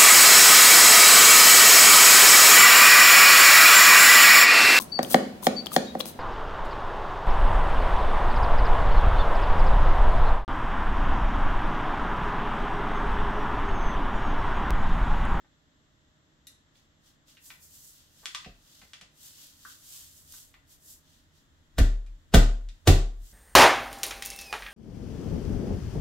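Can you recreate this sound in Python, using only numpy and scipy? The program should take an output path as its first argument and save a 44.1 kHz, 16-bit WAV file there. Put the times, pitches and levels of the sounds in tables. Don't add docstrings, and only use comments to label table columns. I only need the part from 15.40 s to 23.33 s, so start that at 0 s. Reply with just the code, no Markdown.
import sys
import numpy as np
from scipy import signal
from scipy.fft import rfft, irfft
from scipy.io import wavfile
from scipy.ndimage import uniform_filter1d

SR = 44100
rng = np.random.default_rng(int(sys.argv[2]) if len(sys.argv) > 2 else 0)


def put_to_file(sound):
    columns = np.atleast_2d(sound).T
    safe = np.clip(columns, -1, 1)
    whole_steps = np.round(safe * 32767)
    wavfile.write(sys.argv[1], SR, whole_steps.astype(np.int16))


N = 349713

# start in seconds, slap level in dB, hand landing time in seconds, tilt in dB per octave,
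# air pocket resonance in Hz, its gain in dB, boom gain in dB.
PALM_PATS = [(6.381, -24.5, 0.0075, -1.2, 1670, 9, 0), (6.938, -13, 0.00853, -1.6, 1410, 7.5, 0),
             (7.472, -14.5, 0.0058, -1.43, 3465, -0.5, 1)]


def slaps(settle_s=0.001, flap_db=-21, flap_s=0.046, lead_in_db=-26, lead_in_s=0.006, margin_s=0.02):
    # frequency in Hz, gain in dB.
    spectrum = [(100, -15), (250, 4.5), (700, 4), (920, -6), (1150, -6), (1600, -5.3), (2400, -5),
                (3500, -0.5), (5000, -4.5), (7500, -5.5), (9500, -12.5), (13000, -9), (15500, -10.5)]
    out, t = np.zeros(N), np.arange(SR // 7) / SR - margin_s
    for start_s, db, landing_s, tilt_db_per_oct, pocket_hz, pocket_db, _ in PALM_PATS:
        squeeze = np.clip(t / landing_s, 0, 1) ** 0.92
        contact = squeeze * np.exp(-np.maximum(t - landing_s, 0) / settle_s)
        lead_in = amp(lead_in_db) * np.exp(-abs(t) / lead_in_s)
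        flap = amp(flap_db) * np.exp(-abs(t) / flap_s)
        envelope = contact + np.where(t < 0, lead_in, flap)

        def colour(hz):
            tilt_db = tilt_db_per_oct * np.log2(np.maximum(hz, 300) / 2000)
            return amp(curve_at(spectrum, hz) + tilt_db) * resonance(hz, pocket_hz, pocket_db, q=3)
        add(out, start_s - margin_s, burst(envelope, minimum_phase(colour), db))
    return out


def wall_ring(t, spot, tilt_db_per_oct=0):
    # frequency in Hz, T60 in seconds, level in dB for a push at the sheet's top (spot 0),
    # bottom (1) and middle (2).
    modes = [(36.74, 0.63, -8.5, -4.5, -8.5), (52.1, 0.14, -28, -11, -24.5), (57.5, .16, 0, 2.5, -6.5),
             (87.9, 0.23, -11, -14, -2), (99.2, 0.22, -29, -16, -15), (114.1, 0.33, -23, -13, -19.5),
             (149.5, 0.292, -27, -17.5, -13), (174, .12, -19, -4.5, -20), (194.7, 0.25, -25.5, -13, -35),
             (222.8, 0.26, -25.5, -31, -30.5), (269.3, .26, -24.5, -20.5, -19.5),
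             (302, 0.24, -25, -26, -17.5), (366, 0.33, -38.5, -31.5, -22.5),
             (395.4, 0.4, -35, -30.5, -25.5), (428.4, 0.16, -32.5, -20, -28), (492, 0.15, -37, -20, -30.5),
             (565.5, 0.32, -39.5, -27, -27.5), (683, 0.4, -48, -28.5, -30), (734.5, 0.16, -37, -20, -20.5)]
    out = 0
    for k, (hz, t60_s, *spot_db) in enumerate(modes):
        db = spot_db[spot] + tilt_db_per_oct * np.log2(hz / 100) - 60 * t / t60_s
        swing = (1 - np.exp(-(t * hz) ** 2)) * amp(db)
        skew_rad = 0.19 * (hz / 500) ** 0.77 * (-1) ** k * np.array([[1], [-1]])
        out = out - swing * np.sin(2 * np.pi * hz * t + skew_rad)
    return out


def booms(puff_db=-33, puff_s=0.005, hold_s=0.385, stop_db_per_s=147, waver_hz=5.8, depth_db=5):
    # start in seconds, level in dB, T60 under the resting hand in seconds.
    presses = [(3.06, -35.5, 0.96), (3.424, -49.5, .3), (3.617, -49, 0.34)]
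    out, t = np.zeros((2, N)), np.arange(SR * 2 // 3) / SR
    waver_db = depth_db * np.minimum(t / hold_s, 1) ** 2 * np.cos(2 * np.pi * waver_hz * t)
    fade = amp(waver_db - stop_db_per_s * np.maximum(t - hold_s, 0))
    for spot, (start_s, *_, boom_db) in enumerate(PALM_PATS):
        puff_time = (np.arange(N) / SR - start_s) / puff_s
        out -= 2 * amp(puff_db) * puff_time * np.exp(-puff_time ** 2)
        add(out, start_s, amp(boom_db) * fade * wall_ring(t, spot))
    for start_s, db, t60_s in presses:
        add(out, start_s, amp(db - 60 * t / t60_s) * wall_ring(t, spot=1, tilt_db_per_oct=3))
    return out


def rubbing(hiss_db=1, scrape_db=-0.5, grain_db=2, clump_db=0.6, clump_hz=70):
    # peak time in seconds, level in dB, rise and fall in seconds, scrape offset in dB.
    swishes = [(1.365, -78, 0.023, 0.084, 11), (1.675, -68.5, 0.042, 0.056, 6),
               (1.89, -65, 0.019, 0.093, 6.5), (2.065, -51, 0.037, 0.084, -9.5),
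               (2.24, -53, 0.037, 0.05, -17), (2.36, -54, 0.09, 0.086, -7), (2.465, -52.5, 0.11, 0.12, -11),
               (2.6, -70, 0.12, 0.11, 8.5), (2.81, -61, 0.098, 0.24, 0.5), (3.35, -62, 0.14, 0.18, 3.5),
               (3.86, -50, 0.065, 0.072, -2.5), (4.02, -53.5, 0.11, .12, 0.5),
               (4.31, -52.5, .11, 0.072, -0.5), (4.555, -47, 0.12, 0.14, -4.5),
               (4.78, -54.5, 0.065, 0.081, -8), (4.954, -48, 0.073, .1, -6),
               (5.321, -56.5, 0.034, 0.05, -5), (5.51, -49, 0.067, 0.058, -11),
               (5.735, -69, 0.11, 0.1, 4.5), (5.97, -73.5, 0.042, 0.078, 7), (7.87, -58, 0.054, 0.2, -5.5)]
    # frequency in Hz, relative spectral density in dB.
    hiss_spectrum = [(1000, -28), (2500, -41), (4500, -8), (7500, -0.5), (9500, -6), (13000, -1),
                     (16000, -6.5)]
    scrape_spectrum = [(400, -21), (1500, -12), (2300, -12.5), (3100, -2), (4500, -2), (6500, -4),
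                       (10000, -16)]
    hiss_gain, scrape_gain = np.zeros(N), np.zeros(N)
    for peak_s, db, rise_s, fall_s, offset_db in swishes:
        motion = amp(db) * swell(peak_s, rise_s, fall_s)
        hiss_gain = np.hypot(hiss_gain, amp(hiss_db) * motion)
        scrape_gain = np.hypot(scrape_gain, amp(scrape_db + offset_db) * motion)
    clumps = unit_rms(signal.lfilter(*signal.butter(2, clump_hz, fs=SR), rng.standard_normal(N)))
    catches = amp(grain_db * rng.exponential(1, N) + clump_db * clumps)
    fine, coarse = catches * rng.standard_normal((2, 2, N))
    hiss = hiss_gain * coloured(diffuse(fine), hiss_spectrum)
    scrape = scrape_gain * coloured(diffuse(coarse), scrape_spectrum)
    return hiss + scrape


def snaps(ring_db=6, knock_db=-24, knock_hz=500):
    # start in seconds, level in dB, pitch in Hz, bandwidth in octaves, decay in seconds.
    cracks = [(0.046, -65.5, 844, 2.4, 0.0036), (1.070, -50.5, 6050, 2.5, 0.0018),
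              (1.354, -66, 3500, 1.2, .009), (1.97, -56, 2780, 1.34, 0.0045),
              (2.103, -46.5, 2330, 2.06, .0039), (2.831, -56.5, 1050, 1.8, 0.011),
              (2.857, -34, 3300, 2.25, .0008), (2.946, -44, 1240, 0.37, 0.0019),
              (2.9476, -33.5, 3400, 2.06, .0019), (3.046, -46, 2640, 1.9, 0.004),
              (3.416, -53, 2070, 2.9, 0.0062), (3.534, -44.5, 3160, 2.12, 0.0017),
              (3.612, -48.5, 2960, 2.46, .0027), (4.250, -45, 1540, 0.65, 0.0019),
              (4.938, -60.5, 1490, 1.3, 0.0037), (5.141, -55.5, 2050, 2.1, .003),
              (6.663, -62.5, 2400, 2.9, .0059), (7.288, -53, 3780, 1.9, 0.0025)]
    out, t = np.zeros(N), np.arange(SR // 16) / SR
    for start_s, db, pitch_hz, octaves, decay_s in cracks:
        centre_hz = 0.89 * pitch_hz
        low_hz, high_hz = centre_hz * 2 ** (np.array([-0.5, 0.5]) * octaves)

        def band(hz):
            crack = 1 / np.hypot(1, (low_hz / (hz + 1)) ** (6 / octaves))
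            crack /= np.hypot(1, (hz / high_hz) ** (7.8 / octaves))
            knock = amp(knock_db) * np.exp(-np.log2((hz + 1) / knock_hz) ** 2)
            return crack * resonance(hz, pitch_hz, ring_db) + knock
        add(out, start_s, burst(np.exp(-t / decay_s), minimum_phase(band), db))
    return out


def clink(start_s=1.069, rise_s=0.0014):
    # frequency in Hz, level in dB, T60 in seconds.
    partials = [(1920, -56, 0.045), (2850, -51, 0.033), (3740, -39, 0.027), (4030, -41, 0.024),
                (5700, -58, 0.04), (7530, -53, 0.05), (10280, -49, .04), (11430, -46, 0.04)]
    out, t = np.zeros(N), np.arange(SR // 4) / SR
    attack = 1 - np.exp(-t / rise_s)
    for hz, db, t60_s in partials:
        add(out, start_s, attack * amp(db - 60 * t / t60_s) * np.sin(2 * np.pi * hz * t))
    return out


def rumble_and_hiss(high_hiss_db=-90, full_s=2.3, growth_db_per_s=2):
    # peak time in seconds, rumble level in dB, half length in seconds.
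    arm_moves = [(2.3, -70, 0.34), (4.907, -67, .55), (6.197, -70, 0.98), (7.7, -59.5, 1)]
    # frequency in Hz, relative spectral density in dB.
    rumble_spectrum = [(15, -10), (35, 0), (60, -8.5), (82, 7), (110, -11.5), (300, -40.5)]
    high_hiss_spectrum = [(2000, -17.5), (7000, 8), (9000, -9), (13000, -1), (15500, -9.5)]
    rumble = sum(amp(db) * swell(peak_s, half_s, half_s) for peak_s, db, half_s in arm_moves)
    high_hiss = amp(high_hiss_db - growth_db_per_s * np.maximum(full_s - np.arange(N) / SR, 0))
    noise = diffuse(rng.standard_normal((2, N)))
    return rumble * coloured(noise, rumble_spectrum) + high_hiss * coloured(noise, high_hiss_spectrum)


def room(x, direct_db=-1.5, early_db=-5, tail_db=-1, build_s=0.00095, peak_width_hz=35, gain_db=-0.5):
    # frequency in Hz, T60 in seconds.
    decay_times = [(150, 0.44), (400, 0.36), (1000, 0.38), (2800, 0.35), (7300, .35), (14000, 0.17)]
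    # centre in Hz, gain in dB.
    peaks = [(1066, 1), (1150, 1.5), (1281, -3.5), (1476, 0.5), (1637, -2.5), (1972, 5), (2986, -5),
             (3438, 3.5)]
    noise = diffuse(rng.standard_normal((2, SR * 2 // 3)))
    hz, t, bands = signal.stft(noise, SR, nperseg=256)
    decay = amp(-60 * t / curve_at(decay_times, hz)[:, None])
    tail = signal.istft(bands * decay, SR, nperseg=256)[1]
    tail *= 1 - np.exp(-np.arange(tail.shape[1]) / SR / build_s)
    response = amp(tail_db) * tail / np.linalg.norm(tail[0])
    for channel in response:
        delays_s = rng.uniform(0.0018, 0.016, size=12)
        signs = rng.choice([-1, 1], len(delays_s))
        channel[(delays_s * SR).astype(int)] += amp(early_db) * signs / np.sqrt(len(delays_s))
    response[0, 0] += amp(direct_db)
    response[1, 1] += amp(direct_db)

    def colour(hz):
        gains = [resonance(hz, peak_hz, db, q=peak_hz / peak_width_hz) for peak_hz, db in peaks]
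        return np.prod(gains, axis=0)
    x = amp(gain_db) * signal.oaconvolve(x, minimum_phase(colour, size=8192))
    return np.array([signal.oaconvolve(x, whiten(channel, bins=501))[:N] for channel in response])


def room_tone(noise_db=-66):
    # frequency in Hz, RMS level in dB.
    tones = [(80.7, -78.5), (151, -76), (619, -86), (11703, -95.5)]
    # frequency in Hz, relative spectral density in dB.
    spectrum = [(12, -37), (20, -8.5), (158, -9.5), (182, -13.5), (293, -10), (399, -21), (624, -20.5),
                (678, -24), (1440, -23.5), (1900, -22), (2350, -31.5), (3500, -23), (4600, -31),
                (6910, -31.5), (7520, -26.5), (8410, -53), (16000, -51.5)]
    t = np.arange(N) / SR
    hum = sum(amp(db) * np.sqrt(2) * np.sin(2 * np.pi * (hz * t + rng.random())) for hz, db in tones)
    return amp(noise_db) * coloured(diffuse(rng.standard_normal((2, N))), spectrum) + hum


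def swell(peak_s, rise_s, fall_s, drop_db=9.5):
    t = np.arange(N) / SR - peak_s
    away = np.minimum(np.maximum(-t / rise_s, t / fall_s), 10)
    return amp(-drop_db * away ** 1.45)


def burst(envelope, response, db):
    impacts = whiten(envelope * rng.standard_normal(len(envelope)), bins=201)
    sound = signal.fftconvolve(impacts, response)
    return amp(db) * sound / np.linalg.norm(sound) * np.sqrt(SR / 100)


def diffuse(pair):
    # frequency in Hz, left-right correlation.
    correlation = [(50, 0.74), (250, 0.83), (640, 0.35), (1400, -0.18), (3000, 0.037), (15000, 0.052)]
    left, right = rfft(pair)
    shared = np.clip(curve_at(correlation, np.fft.rfftfreq(pair.shape[1], 1 / SR)), -1, 1)
    right = shared * left + np.sqrt(1 - shared ** 2) * right
    return irfft(np.array([left, right]), pair.shape[1])


def whiten(x, bins, size=1 << 15):
    power = uniform_filter1d(abs(rfft(x, size)) ** 2, bins)
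    gain = np.sqrt(power.mean() / (abs(power) + 1e-12))
    inverse = minimum_phase(lambda hz: np.interp(hz, np.fft.rfftfreq(size, 1 / SR), gain))
    return signal.fftconvolve(x, inverse)[:len(x)]


def minimum_phase(gain_at, size=4096):
    log_gain = np.log(np.maximum(gain_at(abs(np.fft.fftfreq(size, 1 / SR))), 1e-5))
    return np.fft.ifft(np.exp(np.conj(signal.hilbert(log_gain)))).real[:size // 2]


def resonance(hz, centre_hz, db, q=7):
    return 1 + (amp(db) - 1) / (1 + (2 * q * (hz / centre_hz - 1)) ** 2)


def equalise(x, spectrum):
    return irfft(rfft(x) * amp(curve_at(spectrum, np.fft.rfftfreq(N, 1 / SR))), N)


def coloured(x, spectrum):
    return unit_rms(equalise(x, spectrum))


def curve_at(points, hz):
    point_hz, values = np.transpose(points)
    return np.interp(np.log(hz + 1), np.log(point_hz + 1), values)


def unit_rms(x):
    return x / np.sqrt(np.mean(x ** 2) + 1e-20)


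def amp(db):
    return 10 ** (np.asarray(db) / 20)


def add(mix, start_s, sound):
    part = mix[..., round(start_s * SR):][..., :sound.shape[-1]]
    part += sound[..., :part.shape[-1]]


def scene():
    return room(slaps() + snaps() + clink()) + booms() + rubbing() + rumble_and_hiss() + room_tone()


def record(dry, cutoff_hz=15800):
    # frequency in Hz, left gain relative to right in dB.
    left_response = [(35, 1.6), (80, -1), (160, -2), (500, -1.8), (1400, 2.17), (5000, 0), (9000, 1.6),
                     (14000, -4)]
    pair = np.array([equalise(dry[0], left_response), dry[1]])
    lowpass = signal.firwin(511, cutoff_hz, window=("kaiser", 9), fs=SR)
    return signal.oaconvolve(pair, lowpass[None], "same")


dry = scene()
out = record(dry)
put_to_file(out)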